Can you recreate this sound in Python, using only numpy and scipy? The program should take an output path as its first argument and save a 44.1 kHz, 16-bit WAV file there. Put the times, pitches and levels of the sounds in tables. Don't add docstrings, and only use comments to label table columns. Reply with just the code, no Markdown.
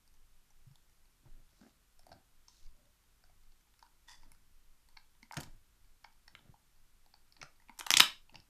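import sys
import numpy as np
from scipy import signal
from scipy.fft import rfft, irfft
from scipy.io import wavfile
from scipy.ndimage import uniform_filter1d

SR = 44100
rng = np.random.default_rng(int(sys.argv[2]) if len(sys.argv) > 2 else 0)


def int16_out(signal):
    q = np.round(np.clip(np.atleast_2d(signal).T, -1, 1) * 32767)
    wavfile.write(sys.argv[1], SR, q.astype(np.int16))


N = 374409

# f/Hz, relative level per Hz/dB
HISS_SHAPE = [(21, -23), (35, -9.5), (44, -14), (95, -21.5), (408, -33), (566, -36.5), (1090, -32.5),
              (1390, -32.5), (1500, -32.5), (1660, -34.5), (14000, -39)]
# t/s, level/dB
RUMBLE_LEVEL = [(0.0, -59.5), (1.23, -65.5), (1.32, -51.5), (1.82, -85), (2.01, -61), (2.58, -71),
                (2.67, -48), (2.95, -74), (3.47, -55), (3.62, -77), (4.35, -56.5), (5.32, -72), (5.53, -45),
                (5.72, -75), (5.84, -49), (6.0, -66), (8.44, -59.5), (8.49, -79)]
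# t/s, f where the bite rings most/Hz, bone level/dB, tooth level/dB, mouth level/dB, splinter level/dB
BITES = [(0.077, 4770, -77, -60.5, -76, -56), (0.5048, 6340, -71, -64, -67.5, -64),
         (0.7562, 3900, -77, -55, -66, -56), (1.2582, 3460, -79, -73, -64, -74),
         (1.613, 1560, -61, -63, -62, -73), (1.993, 5170, -66, -57.5, -62, -53),
         (2.0666, 4750, -67, -58.5, -50, -52.5), (2.0922, 4650, -77, -63, -53, -59),
         (2.1168, 1640, -56, -51.5, -44.5, -65), (2.1206, 1590, -54, -56, -66, -61),
         (2.1272, 4830, -61, -50.5, -47, -60), (2.4827, 5520, -67.5, -46, -59.5, -62),
         (2.664, 4540, -69, -62, -82, -75), (3.239, 1560, -61, -56.5, -64, -64),
         (3.2969, 2140, -70, -73, -62.5, -72), (3.671, 4550, -78, -79, -71, -77),
         (3.7926, 5000, -62.5, -56.5, -81, -56), (3.826, 1430, -55, -53, -48.5, -75),
         (3.8641, 1420, -62, -63, -70, -66), (4.2321, 2380, -62.5, -61, -59, -72),
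         (4.3181, 4970, -58, -60, -64.5, -46.5), (4.3484, 1730, -63, -67, -79, -68),
         (4.8874, 4660, -66, -59, -65.5, -51.5), (4.9676, 2090, -57, -59, -53, -64),
         (4.9713, 4400, -47, -43.5, -56, -70), (5.229, 2280, -49, -50, -60, -56),
         (5.3108, 2220, -39.5, -75, -38.5, -71), (5.3232, 5040, -52, -40, -51, -42),
         (5.3335, 1650, -42.5, -58, -40, -63), (5.342, 5700, -42, -37, -54, -44),
         (5.3682, 1740, -31.5, -42, -42, -52), (5.3699, 5650, -33, -30, -42, -33),
         (5.3743, 6220, -33, -32, -53, -49), (5.403, 4620, -45, -44, -52, -39),
         (5.4082, 3150, -47, -49, -46, -32), (5.433, 4700, -42, -37, -61, -47),
         (5.4373, 5220, -51, -49, -52, -49), (6.0422, 1640, -58, -50.5, -60, -72),
         (6.0454, 2060, -43, -51, -47.5, -59), (6.279, 1930, -50.5, -47, -58.5, -55),
         (6.3511, 2080, -35.5, -47.5, -55, -61), (6.3904, 3500, -67, -59, -64, -71),
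         (6.541, 1950, -79, -74, -53.5, -73), (7.0617, 4740, -66, -63, -61, -62),
         (7.1394, 4600, -58, -51, -56, -80), (7.3232, 4900, -67, -51.5, -73, -58),
         (7.3662, 4630, -55.5, -54.5, -63.5, -75), (7.4148, 2210, -41.5, -40, -65, -73),
         (7.4167, 4800, -39.5, -47, -54, -68), (7.4284, 4520, -34, -34, -40, -73),
         (7.5997, 1890, -61.5, -71, -67, -72), (7.621, 1900, -63, -68, -67, -69),
         (7.6854, 2150, -53, -67, -63, -68), (7.6948, 2240, -45, -60, -45.5, -57),
         (7.7778, 5200, -60, -60, -65, -53), (7.7894, 5400, -58, -46, -46.5, -35),
         (7.7925, 5210, -38.5, -28.5, -67, -32), (7.7982, 2180, -39, -40, -49, -27.5),
         (7.8096, 2640, -25.5, -31, -35, -43), (7.8649, 5100, -45, -31, -36, -41),
         (7.8674, 2260, -28, -45, -31, -27), (7.905, 2930, -12.5, -8.5, -22.5, -19),
         (7.9158, 5300, -24, -14.5, -37, -16), (7.9393, 3400, -24, -6, -22, -21),
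         (7.9698, 3160, -24, -7, -42, -27), (7.9716, 6250, -39, -5.5, -34, -16),
         (7.984, 4970, -22, -19, -42, -34), (7.9991, 3970, -5.5, -4, -45, -13),
         (8.0039, 3597, -12.5, 2.5, -17, -10), (8.2946, 2550, -51.5, -63.5, -58.5, -79.5),
         (8.3438, 4760, -54, -50.5, -51, -59.5), (8.3561, 2670, -41, -42.5, -53.5, -60),
         (8.4007, 4930, -65, -51, -79, -61.5)]
# t/s, f/Hz
MOUTH_PITCH = [(0., 874), (1.3, 855), (2.1, 720), (2.5, 960), (3.3, 750), (3.85, 922), (5.3, 923),
               (6.05, 864), (7.3, 804), (7.8, 926), (8., 1100), (8.3, 860)]
# f/Hz, level before scatter when the bite is far away in pitch/dB
BONE_MODES = [(1600, -25), (1900, -20.5), (2220, -19.5), (2620, -27), (3100, -30)]
# f/Hz, far level/dB
TEETH_MODES = [(3550, -32.5), (4600, -16.5), (5200, -21), (6000, -30)]
# f/Hz, t60/s, level against the tooth/dB
JAW_MODES = [(128, 0.039, -43.5), (301, 0.011, -33.5)]
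SPLINTER_BAND = [6700, 13800]
# centre f/Hz, t60/s, relative level/dB
ROOM_BANDS = [(292, 0.33, -1.5), (900, 0.25, 1.5), (2300, 0.26, -3), (4340, 0.31, -6.5), (7330, 0.17, -1),
              (11500, 0.22, -3.5)]
# t/s, peak level/dB, f/Hz
FLOOR_THUDS = [(0.666, -50, 124), (0.704, -53.5, 133), (1.251, -58, 118), (1.611, -53, 209),
               (1.654, -57, 250), (2.119, -55, 103), (5.227, -57.5, 235), (5.368, -38, 140),
               (7.423, -55.5, 142), (7.693, -56.5, 241), (7.801, -55.5, 358), (8.348, -56, 129)]
# start t/s, loudest t/s, deep level/dB, scuff level/dB
RUG_SHUFFLES = [(1.23, 1.275, -65, -68.5), (1.36, 1.38, -74.5, -73), (1.51, 1.53, -85, -78),
                (1.595, 1.64, -80, -62.5), (2.036, 2.132, -65.5, -64.5), (2.7, 2.82, -73, -77),
                (4.17, 4.275, -71, -74), (5.365, 5.373, -50, -45), (6.29, 6.486, -68.5, -71.5),
                (7.374, 7.42, -69, -66), (8.32, 8.345, -60.5, -64.5)]
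# t/s, level/dB
LICK_LEVELS = [
    [(1.5, -84), (1.628, -76), (1.72, -82)],
    [(2.47, -85), (2.478, -71), (2.67, -75)],
]
# t/s, level/dB
TONE_LEVEL = [(2.74, -93), (2.78, -80), (2.88, -84), (2.91, -90)]
# t/s, level/dB
SCRAPE_LEVEL = [(4.072, -75), (4.085, -59), (4.12, -57), (4.15, -65.5), (4.19, -75), (4.26, -76)]
# f/Hz, width/Hz, relative level per root width/dB
SCRAPED_MODES = [(963, 30, 1.5), (1950, 48, 1), (3500, 45, -1.5), (4870, 170, -4), (5800, 110, -13),
                 (6640, 26, -13)]

HISS_DB, HUM_DB, HUM_HZ = -72, -80, 48.4
RUMBLE_TOP_DB = -20.5

MOUTH_T60_S, BONE_T60_S, TOOTH_T60_S, SPLINTER_T60_S = 0.011, 0.005, 0.004, 0.0052
SNAP_PER_DB, SNAP_FROM_DB = 0.15, -43
REACH_OCTAVES = 0.13
SCATTER_DB, DETUNE = 3.5, 0.025
LOW_EDGE = 0.65
TICKS_PER_S, TICK_DB, TICK_SPREAD_DB = 3.5, -69.5, 2.5

RUG_ECHO_S, RUG_ECHO_DB = 0.0032, -16
ROOM_DB, ROOM_RISE_S = -10.5, 0.0068
ROOM_END_S = 0.24
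THUD_CYCLES = 7.1
BUMP_RISE_DB, DEEP_FALL_DB_S, SCUFF_FALL_DB_S = 12.5, 132, 208
TONE_HZ = 588
TOP_HZ = 14300


def undb(db):
    return 10 ** (np.asarray(db) / 20)


def unit(x):
    return x / np.sqrt(np.mean(x ** 2))


def band(x, lo_hz, hi_hz):
    return signal.sosfilt(signal.butter(2, [lo_hz, hi_hz], "band", fs=SR, output="sos"), x)


def envelope(tables):
    t = np.arange(N) / SR
    gain = np.zeros(N)
    for table in tables:
        times, levels = np.array(table).T
        gain += undb(np.interp(t, times, levels, -200, -200))
    return uniform_filter1d(gain, size=300)


def grains(rate, spread_db):
    size = undb(spread_db * rng.exponential(size=N)) * rng.standard_normal(N)
    return size * (rng.random(N) < rate / SR)


def background():
    hz = np.arange(N // 2 + 1) * SR / N + 1
    shape_hz, shape_db = np.array(HISS_SHAPE).T
    colour = undb(np.interp(np.log(hz), np.log(shape_hz), shape_db))
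    hiss = unit(irfft(rfft(rng.standard_normal(N)) * colour, N))
    hum = unit(band(rng.standard_normal(N), HUM_HZ - 3, HUM_HZ + 3))
    deep = unit(band(band(rng.standard_normal(N), 10, 22), 10, 22))
    upper = unit(band(rng.standard_normal(N), 35, 90))
    rumble = deep + undb(RUMBLE_TOP_DB) * upper
    return undb(HISS_DB) * hiss + undb(HUM_DB) * hum + envelope([RUMBLE_LEVEL]) * rumble


def ring(push, hz, t60, size=2048):
    t = np.arange(size) / SR
    mode = t * np.sin(2 * np.pi * hz * t) * 1000. ** (-t / t60)
    y = np.convolve(push, mode)[:size]
    y = band(y, hz / 2.4, min(hz * 2.4, .45 * SR))
    return y / np.abs(y).max()


def body(modes, push, bite_hz, t60, luck):
    y = 0
    for (hz, far_db), shift, spread in zip(modes, luck[0::2], luck[1::2]):
        near = np.exp(-(np.log2(hz / bite_hz) / REACH_OCTAVES) ** 2)
        far = undb(far_db + SCATTER_DB * spread)
        y = y + (near + far) * ring(push, hz * (1 + DETUNE * shift), t60)
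    return y / np.abs(y).max()


def tooth_ticks():
    ticks = []
    for moment, strength, pitch in rng.random((int(TICKS_PER_S * N / SR), 3)):
        s = moment * N / SR
        tooth_db = TICK_DB - TICK_SPREAD_DB * np.log(1 - strength)
        bite_hz = 1500 + 4500 * pitch
        ticks.append((s, bite_hz, tooth_db - 5, tooth_db, tooth_db - 9, tooth_db - 3.5))
    return ticks


def crack(bite):
    s, bite_hz, bone_db, tooth_db, mouth_db, splinter_db = bite
    t = np.arange(2048) / SR
    noise = rng.standard_normal(2048)
    luck = rng.standard_normal(2 * len(BONE_MODES + TEETH_MODES) + 1)
    push = (0.19 * noise * np.exp(-t / 0.0018))[:256]
    push[0] = 1
    free = np.clip(1 - SNAP_PER_DB * (max(bone_db, tooth_db) - SNAP_FROM_DB), .17, 1)
    mouth_hz = np.interp(s, *np.array(MOUTH_PITCH).T) * (1 + DETUNE * luck[-1])
    y = undb(mouth_db) * ring(push[:8], mouth_hz, np.sqrt(free) * MOUTH_T60_S)
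    y += undb(bone_db) * body(BONE_MODES, push, bite_hz, free * BONE_T60_S, luck)
    tooth_luck = luck[2 * len(BONE_MODES):]
    y += undb(tooth_db) * body(TEETH_MODES, push, bite_hz, free * TOOTH_T60_S, tooth_luck)
    y = band(y, LOW_EDGE * mouth_hz, 18000)
    for hz, t60, jaw_db in JAW_MODES:
        y += undb(tooth_db + jaw_db) * ring(push[:1], hz, t60)
    return y + undb(splinter_db) * band(noise * 1000. ** (-t / SPLINTER_T60_S), *SPLINTER_BAND)


def cracks():
    out = np.zeros(N + 2048)
    for bite in list(BITES) + tooth_ticks():
        start = int(bite[0] * SR)
        out[start:start + 2048] += crack(bite)
    return out[:N]


def floor_echo(dog):
    return undb(RUG_ECHO_DB) * np.roll(dog, int(RUG_ECHO_S * SR))


def walls():
    t = np.arange(SR // 2) / SR
    echoes = np.zeros(SR // 2)
    for hz, t60, db in ROOM_BANDS:
        noise = band(rng.standard_normal(SR // 2), hz / 1.8, hz * 1.76)
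        echoes += undb(db) * noise * 1000. ** (-t / t60)
    rise = 1 - np.exp(-(t / ROOM_RISE_S) ** 2)
    end = np.exp(-(t / ROOM_END_S) ** 4)
    echoes = echoes * rise * end
    return undb(ROOM_DB) * echoes / np.sqrt(np.sum(echoes ** 2))


def thuds():
    out = np.zeros(N + 8192)
    for s, db, hz in FLOOR_THUDS:
        start = int(s * SR)
        out[start:start + 8192] += undb(db) * ring(np.ones(1), hz, THUD_CYCLES / hz, size=8192)
    return out[:N]


def bump_swell(column, fall_db_s):
    tables = []
    for bump in RUG_SHUFFLES:
        start, loudest, db = bump[0], bump[1], bump[column]
        tables.append([(start, db - BUMP_RISE_DB), (loudest, db), (loudest + 1, db - fall_db_s)])
    return envelope(tables)


def bumps():
    deep = unit(band(grains(260, 3.4), 70, 158))
    pushes = grains(900, 2.1)
    scuff = unit(band(pushes, 190, 405))
    scuff += 0.55 * unit(band(pushes, 400, 684))
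    scuff += 0.43 * unit(band(pushes, 880, 1730))
    return bump_swell(2, DEEP_FALL_DB_S) * deep + bump_swell(3, SCUFF_FALL_DB_S) * scuff


def licks():
    return envelope(LICK_LEVELS) * unit(band(grains(5500, 2.9), 3660, 6700))


def faint_tone():
    return envelope([TONE_LEVEL]) * unit(band(rng.standard_normal(N), TONE_HZ - 35, TONE_HZ + 35))


def scrape():
    slips = grains(2300, 1.3)
    rung = np.zeros(N)
    for hz, width, db in SCRAPED_MODES:
        mode = unit(band(slips, hz - 3.0 * width, hz + 2.5 * width))
        rung += undb(db) * mode * np.sqrt(width)
    rasp = unit(band(slips, 1340, 7000))
    return envelope([SCRAPE_LEVEL]) * unit(unit(rung) + 0.88 * rasp)


def scene():
    dog = cracks() + thuds() + licks() + faint_tone() + scrape()
    room = signal.fftconvolve(dog, walls())[:N]
    return (dog + floor_echo(dog) + room + bumps() + background())[None]


def record(dry):
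    low_pass = signal.ellip(8, .2, 40, TOP_HZ, fs=SR, output="sos")
    return signal.sosfilt(low_pass, np.clip(dry, -1, 1))


dry = scene()
out = record(dry)
int16_out(out)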